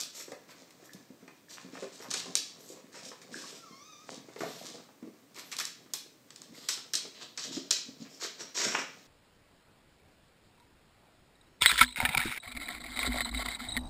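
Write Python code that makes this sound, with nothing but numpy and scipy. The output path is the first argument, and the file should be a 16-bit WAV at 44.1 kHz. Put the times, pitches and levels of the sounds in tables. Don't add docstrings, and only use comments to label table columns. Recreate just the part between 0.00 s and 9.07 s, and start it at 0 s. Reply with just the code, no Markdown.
import sys
import numpy as np
from scipy import signal
from scipy.fft import rfft, irfft, next_fast_len
from scipy.io import wavfile

SR = 44100
rng = np.random.default_rng(int(sys.argv[2]) if len(sys.argv) > 2 else 0)


def inscribe(sig):
    pcm = np.round(np.clip(np.atleast_2d(sig).T, -1, 1) * 32767)
    wavfile.write(sys.argv[1], SR, pcm.astype(np.int16))


N = 399987
TIME = np.arange(N) / SR

# centre_hz, width_hz, gain_db
SHELL = [(117, 34, -2), (174.5, 35, 2.5), (243, 62, 2.5), (300, 34, 1), (380, 11, -1), (477, 72, 1.5),
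         (643, 114, -1), (750, 65, -0.5)]
# centre_hz, width_hz, gain_db
LID = [(844, 136, -1.5), (945, 32, 5), (1122, 220, 0), (1478, 160, 3), (1560, 314, 2), (2112, 450, 3),
       (2370, 514, 1.5)]
RASP = (520, 4.8, .3)
SPOT_DETUNE = .035


def undb(db):
    return 10 ** (np.asarray(db) / 20)


def unit(x):
    return x / np.sqrt(np.mean(x ** 2) + 1e-20)


def burst(x):
    energy = np.sum(x ** 2, axis=-1, keepdims=True)
    return x * np.sqrt(.01 * SR / (energy + 1e-20))


def band(x, lo_hz, hi_hz, order=2):
    edges_hz = [lo_hz, min(hi_hz, SR / 2 - 500)]
    return signal.sosfilt(signal.butter(order, edges_hz, "band", fs=SR, output="sos"), x + 1e-18)


def resonate(x, modes, detune=0):
    tuning = 1 + detune * rng.standard_normal(len(modes))
    out = 0
    for k, (hz, width_hz, db) in enumerate(modes):
        b, a = signal.iirpeak(hz * tuning[k], hz / width_hz, SR)
        out = out + (-1) ** k * undb(db) * signal.lfilter(b, a, x + 1e-18)
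    return out


def walk(rate_hz, size):
    position = np.arange(size) * rate_hz / SR
    count = int(position[-1]) + 2
    return np.interp(position, np.arange(count), rng.standard_normal(count))


def slips(rate_hz, spread_db, smooth, size):
    occurs = rng.random(size) < rate_hz / SR
    sign = rng.choice([-1, 1], size)
    strength = undb(spread_db * np.minimum(rng.exponential(size=size), 3))
    return unit(unit(occurs * sign * strength) + smooth * rng.standard_normal(size))


def add(track, start_s, sound):
    start = int(np.clip(start_s * SR, 0, N - 1))
    track[start:start + len(sound)] += sound[:N - start]


def bump(hz, clack_db, shell_db=-7, tick_db=-9, tick_s=0.007):
    cycles, clack_s = 1.2, 0.011
    t = np.arange(SR // 8) / SR
    fade = np.exp(-t * hz / cycles)
    rattle = slips(2200, 3, .75, len(t))
    pitch_hz = hz * (0.85 + 0.32 * np.exp(-t / 0.0049))
    thump = np.sin(2 * np.pi * np.cumsum(pitch_hz) / SR) * fade * (1 - np.exp(-t / 0.0011))
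    shell = resonate(band(rattle * fade, 122, 1.9 * hz, order=3), SHELL)
    body = burst(burst(band(thump, 110, 710)) + undb(shell_db) * burst(shell))
    clack = burst(resonate(band(rattle * np.exp(-t / clack_s), 400, 2220), LID, SPOT_DETUNE))
    tick = burst(band(rattle * np.exp(-t / tick_s), 3900, 7300))
    return body + undb(clack_db) * (clack + undb(tick_db) * tick)


def knocks(clack_trim_db=-1):
    # start_s, body_level_db (over 10 ms), nominal_pitch_hz, clack_db (re body, before trim)
    bumps = [(0.2809, -46, 380, -10), (0.3182, -42, 494, -4.5), (0.8264, -55, 350, -11),
             (0.9457, -47.5, 230, -29), (1, -55, 273, -13), (1.1025, -46.5, 243, -35),
             (1.2264, -50.5, 232, -16), (1.2778, -52, 300, 2), (1.646, -45.5, 222, -26),
             (1.685, -52, 283, -10), (1.7322, -45.5, 260, -19), (1.8237, -39.5, 430, -9),
             (1.829, -41, 470, -9), (1.8364, -47, 423, -6), (2.0025, -47.5, 433, -6),
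             (2.084, -46.5, 239, -16), (2.1419, -46.5, 438, 4), (2.2572, -48, 436, 0),
             (2.2792, -46.5, 260, -25), (2.385, -59, 300, -3), (2.605, -56.5, 436, -21),
             (2.635, -59, 480, -18), (2.7003, -46.5, 380, -33), (2.7701, -51.5, 460, -9.5),
             (2.841, -52.5, 247, -14), (2.94, -56, 300, 3), (3.036, -55, 227, -20), (3.1144, -51, 470, 3.5),
             (3.323, -47, 253, -28), (3.356, -44.5, 324, -25), (3.43, -51, 263, -13),
             (3.527, -49.5, 432, -20), (3.708, -50.5, 231, -28), (4.1263, -51, 400, -3),
             (4.176, -46.5, 234, -13), (4.285, -49, 362, -6.5), (4.3611, -44, 433, -4),
             (4.4056, -37, 392, -1), (4.4176, -40, 380, -3), (4.4335, -35.5, 660, -6),
             (4.464, -42, 440, -8), (4.478, -43, 462, -16), (4.6125, -46.5, 594, -26),
             (4.646, -51, 277, -15), (4.685, -53, 330, -17), (4.699, -53, 248, -20),
             (5.0258, -41, 255, -18), (5.042, -47, 278, -25), (5.074, -46, 370, -15.5),
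             (5.86, -59, 300, -3), (5.937, -55, 380, 6), (6.06, -60, 428, -10), (6.41, -58, 270, -13),
             (6.775, -55.5, 353, 5.5), (6.936, -48, 400, -17), (7.052, -47.5, 432, -7),
             (8.411, -50, 356, -1), (8.665, -37.5, 247, -19), (8.7455, -40.5, 410, -5),
             (8.782, -45, 255, -10)]
    rebound_s, rebound_db, lag_scatter = .024, -13.5, .2
    out = np.zeros(N)
    for start_s, db, hz, clack_db in bumps:
        lag_s = rebound_s * np.exp(lag_scatter * rng.standard_normal())
        add(out, start_s, undb(db) * bump(hz, clack_db + clack_trim_db))
        add(out, start_s + lag_s, undb(db + rebound_db) * bump(hz, clack_db + clack_trim_db))
    return out


def rubbing(rumble_db=-65.0, scrape_db=-70, rustle_db=-68, grip_db=3.5, grip_hz=18):
    # time_s, effort_db
    effort_points = [(0, -46.5), (.1, -72), (.55, -59.5), (.78, -62), (.9, -59), (1.06, -62.5), (1.35, -59),
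                     (1.44, -70), (1.69, -55.5), (1.84, -53), (1.95, -55), (2.1, -52.5), (2.25, -48.5),
                     (2.4, -57), (2.53, -64), (2.8, -57.5), (3, -54), (3.18, -58.5), (3.42, -50.5),
                     (3.53, -59.5), (3.9, -63.5), (4.12, -53), (4.3, -56.5), (4.42, -53), (4.55, -52.5),
                     (4.72, -55.5), (5, -67.5), (5.15, -65), (5.41, -63.5), (5.56, -53), (5.73, -62.5),
                     (6.2, -66), (6.4, -61.5), (6.64, -59), (7.12, -60.5), (7.3, -54), (7.55, -57),
                     (7.85, -60.5), (8.06, -56.5), (8.51, -58.5), (8.74, -46.5), (8.89, -57), (9.07, -62)]
    usual_effort_db = -58.5
    rustle_per_effort = 1.66
    effort_db = np.interp(TIME, *np.transpose(effort_points)) - usual_effort_db + grip_db * walk(grip_hz, N)
    rumble = unit(resonate(band(slips(60, 3.8, 0.32, N), 110, 760), SHELL))
    scrape = unit(resonate(band(slips(260, 4.2, 0.75, N), 360, 2500), LID))
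    rustle = unit(band(slips(500, 8.7, 1.0, N), 3280, 7600, order=3))
    out = undb(effort_db + rumble_db) * rumble
    out += undb(effort_db + scrape_db) * scrape
    return out + undb(rustle_per_effort * effort_db + rustle_db) * rustle


def skids(rise_s=0.0025, fall_s=0.0047, spread=1.87):
    # start_s, length_s, level_db, centre_hz
    judders = [(0.493, 0.02, -57.5, 1380), (.838, .04, -65, 800), (0.955, .02, -64, 1300),
               (1.571, 0.013, -49, 1580), (1.752, 0.024, -48, 1080), (2.04, 0.027, -51, 820),
               (4.776, 0.031, -63.5, 800), (4.885, 0.017, -59, 690), (8.051, 0.024, -59, 2300),
               (8.744, 0.012, -29, 1400), (8.777, .018, -43, 950), (8.817, .012, -49, 910)]
    out = np.zeros(N)
    for start_s, length_s, db, hz in judders:
        t = np.arange(int(length_s * SR) + SR // 20) / SR
        push = np.clip(t / rise_s, 0, 1) * np.exp(-np.maximum(t - length_s, 0) / fall_s)
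        grit = band(slips(*RASP, len(t)), hz / spread, hz * spread)
        shaken = unit(grit) + .25 * unit(resonate(grit, LID, SPOT_DETUNE))
        add(out, start_s, undb(db) * push * unit(band(shaken, 430, 3350, order=4)))
    return out


def claws(ring_db=-7, spread=1.206, blur_s=0.0082):
    # start_s, tick_level_db (over 10 ms), chatter_decay_s,
    # body_db, top_db (both re tick)
    strikes = [(.0024, -37, 0.0042, -20, -15), (0.0109, -36, 0.00097, -37, -12),
               (0.022, -48, .001, -20, -14), (0.0346, -44, .001, -15, -14), (.319, -53.5, .003, -13, -14),
               (0.706, -58.5, 0.0069, -3, -12), (0.9336, -52.5, 0.0046, -23, -8),
               (2.1052, -39, 0.0084, -15, -22), (2.1118, -33.5, 0.0043, -11, -26),
               (2.1382, -30.5, 0.0049, -11, -26), (2.2008, -44.5, .003, -10, -22),
               (2.354, -23.5, 0.0003, -21.5, -18.5), (2.3563, -35.5, 0.0034, -14, -25),
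               (2.6893, -55, .005, -28, -9), (2.9287, -58, 0.0055, -5, -27), (3.216, -53, 0.017, -4, -19),
               (5.345, -58, 0.0027, -5, -22), (5.387, -51, 0.00087, -4, -11),
               (5.3948, -48, 0.00091, -7, -12), (5.5162, -41.5, 0.018, -3.5, -14),
               (5.524, -42.5, 0.007, -0.5, -18), (5.567, -41, 0.00099, -25, -14),
               (5.5854, -43, 0.0021, -5, -12), (5.5877, -34.5, 0.004, -8, -16),
               (5.5992, -34, 0.006, -4, -12), (5.61, -40.5, .006, -3.5, -14),
               (5.6528, -35.5, 0.001, -33, -16), (5.9358, -32, 0.004, -21, -9),
               (6.305, -51, 0.0021, -7, -22), (6.3601, -48.5, 0.0018, -14.5, -21),
               (6.4184, -47.5, 0.00071, -13, -19), (6.6873, -28, 0.006, -8.5, -15.5),
               (6.9352, -30.5, 0.0054, -10, -14), (6.941, -34, 0.0025, -13.5, -23),
               (6.953, -27, 0.003, -30, -27), (7.3752, -36, 0.0087, -6.5, -21),
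               (7.392, -39, 0.0099, -15, -31), (7.438, -38.5, 0.013, -11, -30),
               (7.708, -27, 0.0008, -15, -8), (7.7111, -22, 0.00098, -28, -19),
               (7.7131, -30.5, 0.004, -13.5, -22), (7.7671, -37, 0.0037, -14, -32),
               (8.5855, -39, .002, -3, -24), (8.616, -36, .004, -1, -24), (8.64, -39, .0015, -12, -24)]
    # mode_hz, gain_db, t60_s
    tick_modes = [(2335, 9, 0.01), (3346, -2.5, 0.058), (3820, 6, 0.016), (4340, 2.5, 0.03),
                  (5200, -7, 0.016), (5500, -13, 0.037), (6380, -6, 0.015), (7260, 4, 0.011),
                  (8090, 6, 0.024)]
    tick_hz = 5600
    thud_db, thud_per_body = -23, 0.12
    echo_s, echo_db = .017, -13
    out, t = np.zeros((2, N)), np.arange(SR // 16) / SR
    mode_hz, mode_db, mode_t60_s = np.transpose(tick_modes)[:, :, None]
    for start_s, db, decay_s, body_db, top_db in strikes:
        fades = np.exp(-t / np.array([[decay_s], [blur_s]]))
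        chatter, blurred = rng.standard_normal((2, len(t))) * fades
        contact = np.array([chatter, t == 0, blurred])
        tuning = 1 + 0.031 * rng.standard_normal((len(mode_hz), 1))
        partials = undb(mode_db - 60 * t / mode_t60_s) * np.cos(2 * np.pi * mode_hz * tuning * t)
        ring = np.sum(partials, 0)
        ringing = signal.fftconvolve(contact, ring[None])[:, :len(t)]
        tick = burst(contact) + undb(ring_db) * burst(ringing)
        tick = band(tick, tick_hz / spread, tick_hz * spread, order=1)
        tick = band(tick, 1990, 9160, order=5)
        body = resonate(band(contact, 1200, 3130), LID, SPOT_DETUNE)
        sound = burst(tick) + undb(body_db) * burst(body)
        sound += undb(thud_db + thud_per_body * body_db) * burst(band(contact, 322, 626))
        sound += undb(top_db) * burst(band(contact, 9700, 13800))
        direct, around, echo = undb(db) * sound
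        add(out[0], start_s, direct)
        add(out[0], start_s + echo_s, undb(echo_db) * echo)
        add(out[1], start_s, around)
    return out


def pads(trim_db=-1):
    # fullest_swing_s, thud_level_db (over 10 ms, before trim), pitch_hz, half_length_s
    steps = [(6.495, -56, 228, .004), (6.512, -52, 223, 0.0032), (6.528, -52, 271, .004),
             (7.497, -45, 251, .003), (7.513, -43, 261, 0.0028), (7.55, -48, 279, 0.0031),
             (7.569, -43, 201, 0.0033), (7.577, -33, 306.3, 0.0052), (7.629, -48.5, 300, 0.0058),
             (7.867, -51.5, 257, 0.0029), (7.892, -42, 255, 0.0038), (8.006, -47, 222, 0.0028),
             (8.023, -40.5, 238.5, 0.0043)]
    glide, brush_db = .22, -9
    room_db = -3
    out, t = np.zeros(N), np.arange(-SR // 20, SR // 20) / SR
    for peak_s, db, hz, half_s in steps:
        swell = np.exp(-(t / half_s) ** 2 / 2)
        pitch_hz = hz * (1 + glide * np.tanh(t / half_s))
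        thud = swell * np.sin(2 * np.pi * np.cumsum(pitch_hz) / SR)
        brush = band(rng.standard_normal(len(t)), 113, 480, order=3) * np.exp(-np.abs(t) / (2 * half_s))
        add(out, peak_s + t[0], undb(db + trim_db) * (burst(thud) + undb(brush_db) * burst(brush)))
    return np.array([out, undb(room_db) * out])


def scuffs(rise_s=0.027, fall_s=0.019, flutter_db=2.0, trim_db=-2):
    # start_s, length_s, hiss_level_db (before trim), centre_hz,
    # rasp_db, top_db, whistle_db (all three re hiss)
    swells = [(0, 0.036, -42.5, 4570, -11, -22, -3), (0.129, 0.097, -45, 6300, -9.5, -12, -20),
              (0.268, 0.053, -58.5, 5770, -11, -17, -13), (0.475, 0.036, -54.5, 5200, 1.5, -10, -14),
              (0.833, 0.029, -58.5, 6500, -10, -6, -20), (1.483, 0.065, -47.5, 5600, -9.5, -16, -21),
              (1.714, 0.04, -54, 5500, -1, -20, -3), (1.908, 0.051, -52.5, 5200, -13, -20, -17),
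              (2.009, 0.022, -49, 5200, -0.5, -9, -15), (2.149, 0.046, -39, 4500, -14, -21, -18),
              (2.58, 0.081, -59, 5900, -21, -4, -15), (2.658, 0.069, -53, 6760, -30, -14, -8),
              (2.924, 0.068, -53, 5400, -2, -22, -7), (3.023, 0.073, -49.5, 5400, -18, -21, -10),
              (3.31, 0.17, -48.5, 5300, -9.5, -20, -6), (3.47, 0.12, -53, 5200, -8.5, -16, -15),
              (4.37, 0.16, -51, 4600, -14, -10, -20), (4.53, 0.14, -54.5, 4600, -9, -10.5, -20),
              (5.346, 0.06, -50, 4240, -1.5, -12, -10), (5.435, 0.071, -62, 5500, -4, 0, -20),
              (6.529, 0.14, -53, 4600, -9, -14.5, -19), (6.677, 0.058, -35.5, 5140, -21, -21, -20),
              (7.13, 0.047, -51, 3900, -6, -23, -13), (7.193, 0.038, -44.5, 4300, -7.5, -18, -15),
              (7.383, 0.089, -44, 4800, -21, -14, -13), (7.507, 0.06, -38, 5030, -11.5, -18, -13),
              (7.984, 0.042, -53, 5200, -15, -22, -12), (8.091, 0.087, -55, 5970, -21, -9, -13),
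              (8.195, 0.054, -36, 5300, -8, -14, -19), (8.379, 0.04, -44, 5750, -5, -16, -1.5),
              (8.543, 0.059, -31, 5680, -7.5, -17, -7), (8.595, 0.078, -32, 5500, -5.5, -16, -7),
              (8.673, .13, -40.5, 5550, -1.5, -16, -8.5)]
    # centre_hz, width_hz, gain_db
    hiss_modes = [(2510, 1100, -4.5), (4080, 1830, 0.5), (4600, 790, 2), (5600, 500, 0.5),
                  (6400, 1320, 0.5), (8070, 1900, 0.5)]
    low_re_rasp_db = -3
    whistle_width_hz = 430
    out = np.zeros(N)
    for start_s, length_s, db, hz, rasp_db, top_db, whistle_db in swells:
        t = np.arange(int(length_s * SR) + SR // 10) / SR
        swell = np.clip(t / rise_s, 0, 1) * np.exp(-np.maximum(t - length_s, 0) / fall_s)
        swell *= undb(flutter_db * walk(88.0, len(t)))
        fine, coarse = slips(1400, 3.6, 1.0, len(t)), slips(*RASP, len(t))
        hiss = band(resonate(fine, hiss_modes, SPOT_DETUNE), hz / 1.394, hz * 1.237, order=1)
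        hiss = band(hiss, 2300, 8800, order=4)
        rasp = resonate(band(coarse, 550, 3200), LID, SPOT_DETUNE)
        half_hz = whistle_width_hz / 2
        whistle = band(rng.standard_normal(len(t)), hz - half_hz, hz + half_hz)
        sound = unit(hiss) + undb(rasp_db) * unit(rasp) + undb(whistle_db) * unit(whistle)
        sound += undb(low_re_rasp_db + rasp_db) * unit(band(coarse, 317, 720))
        sound += undb(top_db) * unit(band(fine, 11000, 13600))
        add(out, start_s, undb(db + trim_db) * swell * sound)
    return out


def smacks(width=.4):
    # start_s, level_db (over 10 ms), mouth_resonance_hz, noise_decay_s
    partings = [(.838, -63, 1820, .005), (0.893, -55.5, 1740, 0.004), (.904, -62, 1770, .004),
                (.91, -65, 1850, .003), (1.484, -60, 1770, .005), (3.3424, -41.5, 1630, 0.0033),
                (3.439, -50, 1135, .012), (6.547, -58.5, 2100, 0.0035)]
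    out, t = np.zeros(N), np.arange(SR // 16) / SR
    for start_s, db, hz, decay_s in partings:
        cavity = np.sin(2 * np.pi * hz * t) * np.exp(-t / 0.0069)
        parting = (cavity + rng.standard_normal(len(t))) * np.exp(-t / decay_s)
        add(out, start_s, undb(db) * burst(band(parting, hz / (1 + width / 2), hz * (1 + width / 2))))
    return out


def whine(rough=.007, flicker_db=2.5, shake_db=3, hiss_db=-66):
    # time_s, pitch_hz, fundamental_db (peak), overtones_db
    glide = [(3.57, 1380, -74, -14), (3.605, 1372, -64, -14), (3.645, 1335, -51, -14),
             (3.668, 1196, -58.5, -10), (3.7, 1065, -63, -11), (3.725, 1058, -57, -7),
             (3.757, 1080, -55, -11), (3.78, 1093, -67, 0), (3.812, 1150, -58.5, -8),
             (3.845, 1225, -59.5, -4), (3.89, 1270, -59.5, -5.5), (3.915, 1242, -58, -7),
             (3.942, 1187, -57.5, -4), (3.98, 1183, -58, -9), (4.025, 1252, -61, -13),
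             (4.07, 1250, -76, -12)]
    # freq_hz, gain_db
    nose_colour = [(2100, -1), (2280, -1), (2370, -7), (2500, -3), (3200, -7), (3700, 0), (4300, 0),
                   (4700, -6), (5000, -2), (5400, 0), (5900, 4), (6300, -1), (6800, -8)]
    s, *columns = np.transpose(glide)
    hz, db, bright_db = (np.interp(TIME, s, column) for column in columns)
    wobble = 1 + rough * walk(600, N) + rough / 3 * walk(70, N)
    phase = 2 * np.pi * np.cumsum(hz * wobble) / SR
    voice = np.sin(phase)
    for k in range(2, 6):
        colour_db = np.interp(k * hz, *np.transpose(nose_colour))
        voice += undb(colour_db + bright_db + flicker_db * walk(45, N)) * np.sin(k * phase)
    tone = undb(db + shake_db * walk(120, N)) * voice
    hiss = undb(hiss_db) * unit(band(rng.standard_normal(N), 4700, 6800))
    gate = np.clip(np.minimum(TIME - s[0], s[-1] - TIME) / 0.017, 0, 1)
    return gate * (tone + hiss)


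def shade(x, start_s=7, shade_db=-8.5, from_hz=7200, full_hz=8600):
    size = next_fast_len(N)
    depth = np.clip((np.fft.rfftfreq(size, 1 / SR) - from_hz) / (full_hz - from_hz), 0, 1)
    dull = irfft(rfft(x, size) * undb(shade_db * depth), size)[:, :N]
    hidden = np.clip((TIME - start_s) / .2, 0, 1)
    return x + hidden * (dull - x)


def reverb_tail():
    # centre_hz, t60_s, tail_db (spectral energy re a unit impulse)
    decay_bands = [(151, 0.44, -8), (400, 0.25, -2.5), (1220, 0.45, -4), (3250, 0.46, 0),
                   (6900, 0.42, -6.5), (13300, 0.26, -3.5)]
    t = np.arange(SR // 2) / SR
    hz, t60_s, db = np.transpose(decay_bands)
    log_hz = np.log(np.fft.rfftfreq(len(t), 1 / SR) + 1)
    noise, tail = rfft(rng.standard_normal(len(t))), np.zeros(len(t))
    for share, seconds, tail_db in zip(np.eye(len(hz)), t60_s, db):
        fade = undb(-60 * t / seconds) * np.clip((t - .003) / 0.0079, 0, 1)
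        banded = irfft(noise * np.interp(log_hz, np.log(hz), share), len(t))
        tail += undb(tail_db) * banded * fade / np.linalg.norm(fade)
    return tail


def room(direct, spread, count=5):
    # delay_s, gain_db
    near_echoes = [(.0029, -25), (.0062, -24.5), (0.017, -19.5)]
    near = np.zeros(SR // 10)
    near[0] = 1
    for delay_s, echo_db in near_echoes:
        near[int(delay_s * SR)] += undb(echo_db)
    out = signal.fftconvolve(direct, near)[:N]
    for place in np.eye(count):
        share = np.sqrt(np.interp(TIME, np.linspace(0, TIME[-1], count), place))
        out = out + signal.oaconvolve(spread * share, reverb_tail())[:N]
    return out


def handling_tick(start_s=4.092, db=-42, decay_s=0.00029):
    out, t = np.zeros(N), np.arange(SR // 40) / SR
    add(out, start_s, undb(db) * burst(band(-np.exp(-t / decay_s), 390, 2900, order=3)))
    return out


def air(level_db=-62.5):
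    # freq_hz, relative_density_db
    spectrum = [(26, -55), (45, -16), (87, -14.5), (134, -4), (229, -4), (292, -0.5), (364, -5.5),
                (511, -8.5), (773, -17), (1140, -15.5), (1490, -18), (5270, -21), (8580, -22),
                (9680, -29.5), (15000, -23.5)]
    hz, db = np.transpose(spectrum)
    log_hz = np.log(np.fft.rfftfreq(N, 1 / SR) + 1)
    colour = undb(np.interp(log_hz, np.log(hz), db))
    return undb(level_db) * unit(irfft(rfft(rng.standard_normal(N)) * colour, N))


def scene():
    toy = knocks() + rubbing() + skids()
    dog = claws() + pads() + scuffs() + smacks() + whine()
    direct, spread = shade(toy + dog)
    mono = room(direct, spread) + handling_tick() + air()
    return np.array([mono, mono])


def record(dry):
    top_hz = 15500
    thin = signal.sosfilt(signal.butter(2, 75, "high", fs=SR, output="sos"), dry)
    return signal.sosfilt(signal.ellip(8, .2, 70, top_hz, fs=SR, output="sos"), thin)


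dry = scene()
out = record(dry)
inscribe(out)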